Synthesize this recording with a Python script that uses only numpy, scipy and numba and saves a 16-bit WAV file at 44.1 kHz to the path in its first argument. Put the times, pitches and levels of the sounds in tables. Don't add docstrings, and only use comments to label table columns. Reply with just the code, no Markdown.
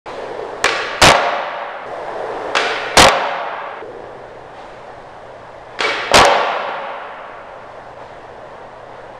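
import sys
import numpy as np
from scipy import signal
from scipy.io import wavfile
from scipy.ndimage import uniform_filter1d, minimum_filter1d
from numba import njit

SR = 44100
rng = np.random.default_rng(int(sys.argv[2]) if len(sys.argv) > 2 else 0)


def wav_out(sig):
    wavfile.write(sys.argv[1], SR, np.round(np.clip(np.atleast_2d(sig).T, -1, 1) * 32767).astype(np.int16))


N = 405279
TIME = np.arange(N) / SR

SHOT_EDGES = [0.058, 1.86, 3.82, 7.95, 9.2]
# start_s, level_db
SCUFFS = [(0.02, -29), (4.52, -35.5), (5.67, -39), (7.95, -39), (8.44, -50), (8.88, -46)]
# closest_at_s, closest_m, rumble_db, hiss_db, landing_roar_db
RUNS = [(0.8, 6.6, -30.5, -49, 3), (2.8, 2.4, -30.5, -51, 0.5), (5.9, 9.5, -35, -55.5, 11.5),
        (9.6, 8.4, -35, -58.5, 0)]
# loudest_at_s, level_db, half_length_s
DRONES = [(0.404, -29, .35), (2.326, -27.5, 0.26), (3.868, -31, 0.34)]
# start_s, level_db, direct_db (added on the path to the camera)
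JOINTS = [(0.394, -31, 9), (2.082, -31, 10), (4.003, -31, 0), (4.04, -31, 0), (6.689, -19, 12),
          (7.28, -29, -1), (7.296, -26, 1)]
# start_s, strike_db, direct_db, rebound_db, rebound_direct_db
POPS = [(0.642, -10.5, 7.5, -5.5, .5), (2.552, -11, 2.5, -5.5, -0.5), (5.790, -12.5, -7.5, -6.5, -3.5)]
# loudest_at_s, pitch_hz, level_db, half_length_s
SQUEAKS = [(0.667, 2380, -8, .003), (2.575, 2650, -13, .005), (5.852, 2270, -9.5, .007)]
# start_s, level_db, direct_db, gap_s, first_db, last_db, tilt_db_per_octave
LANDINGS = [(1.021, 3, 6.5, 0.016, -0.5, 0.5, .5), (2.97, 5.54, 9, 0.024, -1.5, -9, -0.27),
            (6.141, 7.506, -1, .0145, -3, -3, 0.48)]
# start_s, level_db, direct_db, length_s, tilt_db_per_octave
SLAPS = [(1.0168, -7, 4, .04, 1), (1.117, -2, 7, .06, 0), (1.149, -3, 7, .1, 0), (3.085, -2, 12, .022, 1),
         (6.1155, -12, 3, .025, -3), (6.133, -10, -1, .05, -1), (6.251, -6, 12, .012, 2)]
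# pitch_hz, level_db, fade_s (time to drop 60 dB)
BOARD_NOTES = [(438.3, -16, 0.074), (570.4, -8.5, 0.073), (706.7, -9, 0.15), (803.8, -10.5, 0.088),
               (911.2, -13.5, 0.17), (1144.6, -13, 0.12), (1375, -18.5, 0.1), (1642, -15.5, 0.065),
               (1995, -20.5, 0.21), (2324, -22, 0.023)]
# pitch_hz, fade_s
HALL_FADES = [(80, 3.2), (250, 1.64), (700, 2.02), (1500, 2.295), (2800, 1.8), (4500, 1.24), (8000, 0.81),
              (14000, 0.6)]

# pitch_hz, level_db
AIR_COLOUR = [(20, 7), (45, -17), (72, 0), (95, -10), (125, -4), (170, -7.5), (300, -7), (700, -8.5),
              (2000, -18), (5000, -30.5), (10000, -38)]
SCUFF_COLOUR = [(200, -6.5), (650, 11), (1500, 1), (3500, -6), (6000, -17.5), (10000, -24.5)]
RUMBLE_COLOUR = [(60, -36.5), (160, -24), (260, -17.5), (380, -10.5), (540, -1), (740, -2.5), (1050, -7),
                 (1300, -13), (1780, -12.5), (2300, -23.5), (3500, -30), (4400, -40), (8000, -48)]
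BEARING_COLOUR = [(1000, -13), (2200, -1), (3500, 2.5), (5000, -2.5), (7000, -9.5), (10000, -11)]
DRONE_COLOUR = [(150, -32), (270, -16), (370, -5), (450, 3.5), (560, -4), (800, -18), (2000, -53.5)]
KNOCK_COLOUR = [(30, -54), (100, -32.5), (200, -18), (330, -13.5), (450, -7), (560, -1.5), (720, -2),
                (950, -2), (1250, -5.5), (1800, -9.5), (3500, -15), (6300, -28.5), (10000, -41.5)]
POP_COLOUR = [(30, -33.5), (100, -20.5), (200, -14), (300, -4), (460, 2.5), (600, -5), (900, -5.5),
              (1400, 0), (2300, -4.5), (4000, -11.5), (6500, -23.5), (10000, -32.5)]
# pitch_hz, level_db
MICROPHONE_COLOUR = [(20, -0.5), (9700, -0.5), (10900, -9), (15000, -11.5)]
CAMERA_COLOUR = [(20, -4.5), (55, -1.5), (5000, -4), (8500, -6.5), (11000, -11.5), (13000, -19.5),
                 (16000, -23)]

PATHS = 4


def gain_of(db):
    return 10 ** (np.asarray(db) / 20)


def evened(x):
    return x / np.sqrt(np.mean(x ** 2) + 1e-20)


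def fade(t, fade_s):
    return np.exp(-np.log(1000) * t / fade_s)


def look_up(table, hz):
    pitches, values = np.transpose(table)
    return np.interp(np.log(hz + 1), np.log(pitches + 1), values)


def coloured(x, colour, tilt_db=0, size=4096):
    hz = np.abs(np.fft.fftfreq(size, 1 / SR))
    octaves = np.log2(np.clip(hz, 300, 6000) / 1000)
    log_gain = np.log(gain_of(look_up(colour, hz) + tilt_db * octaves))
    taps = np.fft.ifft(np.exp(np.conj(signal.hilbert(log_gain)))).real
    return signal.fftconvolve(x, taps[None, :size // 2], axes=1)[:, :x.shape[1]]


def noise(colour, patchy_db):
    hz, _, bands = signal.stft(rng.standard_normal(N), SR, nperseg=2048, noverlap=1536)
    patches = uniform_filter1d(rng.standard_normal(bands.shape), size=7, axis=0)
    patches = evened(uniform_filter1d(patches, size=7, axis=1))
    bands *= gain_of(look_up(colour, hz)[:, None] + patchy_db * patches)
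    return evened(signal.istft(bands, SR, nperseg=2048, noverlap=1536)[1][:N])


def shots():
    return [slice(round(a * SR), round(b * SR)) for a, b in zip(SHOT_EDGES, SHOT_EDGES[1:])]


def air_and_lamps(air_db=-42, hum_db=-53, hum_hz=120):
    air = gain_of(air_db) * noise(AIR_COLOUR, patchy_db=0.6)
    return air + gain_of(hum_db) * np.sqrt(2) * np.sin(2 * np.pi * hum_hz * TIME)


def shoe_scuffs(rise_s=0.07, fade_db_per_s=28):
    level = np.zeros(N)
    for start_s, db in SCUFFS:
        rise = np.clip((TIME - start_s) / rise_s, 0, 1)
        level += rise * gain_of(db - fade_db_per_s * np.maximum(TIME - start_s - rise_s, 0))
    return level * noise(SCUFF_COLOUR, patchy_db=1.5)


def rolling_wheels(speed_m_per_s=4, hall_radius_m=6.25, roar_s=0.91, airborne_db=-3.5):
    rumble = noise(RUMBLE_COLOUR, patchy_db=1.2)
    hiss = noise(BEARING_COLOUR, patchy_db=1)
    roar = sum((TIME > s) * np.exp(-((TIME - s) / roar_s) ** 2) for s, *_ in LANDINGS)
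    for shot, (closest_at_s, closest_m, rumble_db, hiss_db, roar_db) in zip(shots(), RUNS):
        distance_m = np.hypot(closest_m, speed_m_per_s * (TIME[shot] - closest_at_s))
        nearness = np.hypot(1, hall_radius_m / distance_m)
        lift_db = roar_db * roar[shot] * (TIME[shot] > closest_at_s)
        rumble[shot] *= gain_of(rumble_db + lift_db) * nearness
        hiss[shot] *= gain_of(hiss_db + 1.95 * lift_db) * nearness
    flying = sum(1. * ((TIME > pop[0]) & (TIME < landing[0])) for pop, landing in zip(POPS, LANDINGS))
    dip = gain_of(airborne_db * uniform_filter1d(flying, size=4000))
    return dip * (rumble + board_drone()) + hiss


def board_drone():
    power = sum(gain_of(db) ** 2 / (1 + ((TIME - s) / half_s) ** 2) ** 2 for s, db, half_s in DRONES)
    return np.sqrt(power) * noise(DRONE_COLOUR, patchy_db=1.5)


def board_hit(colour, length_s, tilt_db, ring_db):
    t = np.arange(SR // 5) / SR
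    rattle = evened(rng.standard_normal((PATHS, len(t))) * fade(t, length_s))
    ring = np.zeros_like(rattle)
    for hz, db, fade_s in BOARD_NOTES:
        note = np.sin(2 * np.pi * (hz * t + rng.random((PATHS, 1))))
        ring += gain_of(db) * evened(note * fade(t, fade_s))
    sound = coloured(rattle + gain_of(ring_db) * ring, colour, tilt_db)
    return sound / np.linalg.norm(sound, axis=1, keepdims=True) * np.sqrt(SR / 100)


def play_hits(hits, colour, ring_db):
    paths = np.zeros((PATHS, N))
    for start_s, db, direct_db, length_s, tilt_db in hits:
        sound = gain_of(db) * board_hit(colour, length_s, tilt_db, ring_db)
        sound[0] *= gain_of(direct_db)
        start = round(start_s * SR)
        paths[:, start:start + sound.shape[1]] += sound[:, :N - start]
    return paths


def joint_knocks(length_s=0.026, tilt_db=-5.5):
    return play_hits([(*joint, length_s, tilt_db) for joint in JOINTS], KNOCK_COLOUR, ring_db=-13.5)


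def hall_echo(x, build_s=0.009, scatter_db=7):
    t = np.arange(2 * SR) / SR
    echoes = rng.standard_normal(len(t))
    echoes *= gain_of(scatter_db * rng.standard_normal(len(t)) * np.exp(-t / 0.35))
    echoes /= np.sqrt(uniform_filter1d(echoes ** 2, size=1500))
    hz, times, bands = signal.stft(echoes, SR, nperseg=256)
    bands *= fade(times, look_up(HALL_FADES, hz)[:, None])
    wash = signal.istft(bands, SR)[1][:len(t)]
    wash *= 1 - np.exp(-t / build_s)
    return signal.fftconvolve(x, wash / np.linalg.norm(wash))[:len(x)]


def tail_pops(strike_s=0.039, rebound_s=0.05, strike_tilt_db=1.5, shoe_tilt_db=2.5):
    hits = []
    for start_s, db, direct_db, rebound_db, rebound_direct_db in POPS:
        strike = (start_s, db, direct_db, strike_s, strike_tilt_db)
        rebound = (start_s + 0.0155, rebound_db, rebound_direct_db, rebound_s, shoe_tilt_db)
        flick = (start_s + 0.0483, db - 14.5, direct_db + 5.5, strike_s, shoe_tilt_db)
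        hits += [strike, rebound, flick]
    return play_hits(hits, POP_COLOUR, ring_db=-9)


def tail_squeaks(wall_db=-8.5):
    paths = np.zeros((PATHS, N))
    for loudest_at_s, hz, db, half_s in SQUEAKS:
        swell = np.exp(-((TIME - loudest_at_s) / half_s) ** 2 / 2)
        paths += gain_of(db) * swell * np.sin(2 * np.pi * hz * TIME)
    paths[1:] *= gain_of(wall_db)
    return paths


def landing_slams(slams=6, length_s=0.078):
    hits = []
    for start_s, db, direct_db, gap_s, first_db, last_db, tilt_db in LANDINGS:
        for k, progress in enumerate(np.linspace(0, 1, slams)):
            slam_db = db + first_db * (1 - progress) ** 4 + last_db * progress ** 2
            hits.append((start_s + k * gap_s, slam_db, direct_db, length_s, tilt_db))
    return play_hits(hits + SLAPS, KNOCK_COLOUR, ring_db=-12)


def scene():
    direct, *to_walls = tail_pops() + landing_slams() + joint_knocks() + tail_squeaks()
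    near = direct + rolling_wheels() + shoe_scuffs() + air_and_lamps()
    mix = np.zeros(N)
    for shot in shots():
        echoes = sum(hall_echo(path[shot]) for path in to_walls) / np.sqrt(len(to_walls))
        soft_edges = signal.windows.tukey(len(echoes), 0.002)
        mix[shot] = (near[shot] + echoes) * soft_edges
    return mix[None]


@njit
def turn_down_db(peaks, limit, fall_db_per_s, most_db, hold_s, recover_db_per_s):
    cut_db, waited_s = 0., 0.
    cuts = np.zeros(len(peaks))
    for i in range(len(peaks)):
        waited_s += 1 / SR
        if peaks[i] * 10 ** (-cut_db / 20) > limit:
            cut_db = min(cut_db + fall_db_per_s / SR, most_db)
            waited_s = 0.
        elif waited_s > hold_s:
            cut_db = max(cut_db - recover_db_per_s / SR, 0.)
        cuts[i] = cut_db
    return cuts


def overload(x, flip_at=1.8, steepness_weight=0.95):
    flattened = x / (1 + x ** 8) ** (1 / 8)
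    flipped = abs(x + steepness_weight * np.gradient(x)) > flip_at
    return np.where(flipped, -flattened, flattened)


def record(dry):
    x = coloured(dry, MICROPHONE_COLOUR)[0]
    for shot in shots():
        peaks = -minimum_filter1d(-abs(x[shot]), size=130)
        cut_db = turn_down_db(peaks, limit=1., fall_db_per_s=106., most_db=15.,
                              hold_s=0.33, recover_db_per_s=11.)
        x[shot] *= gain_of(-cut_db)
    x = coloured(overload(x)[None], CAMERA_COLOUR)
    x = np.clip(gain_of(1.2) * x, -1, 1)
    treble_cut = signal.firwin(511, cutoff=15750, window=("kaiser", 9), fs=SR)
    return signal.oaconvolve(x, treble_cut[None], "same")


dry = scene()
out = record(dry)
wav_out(out)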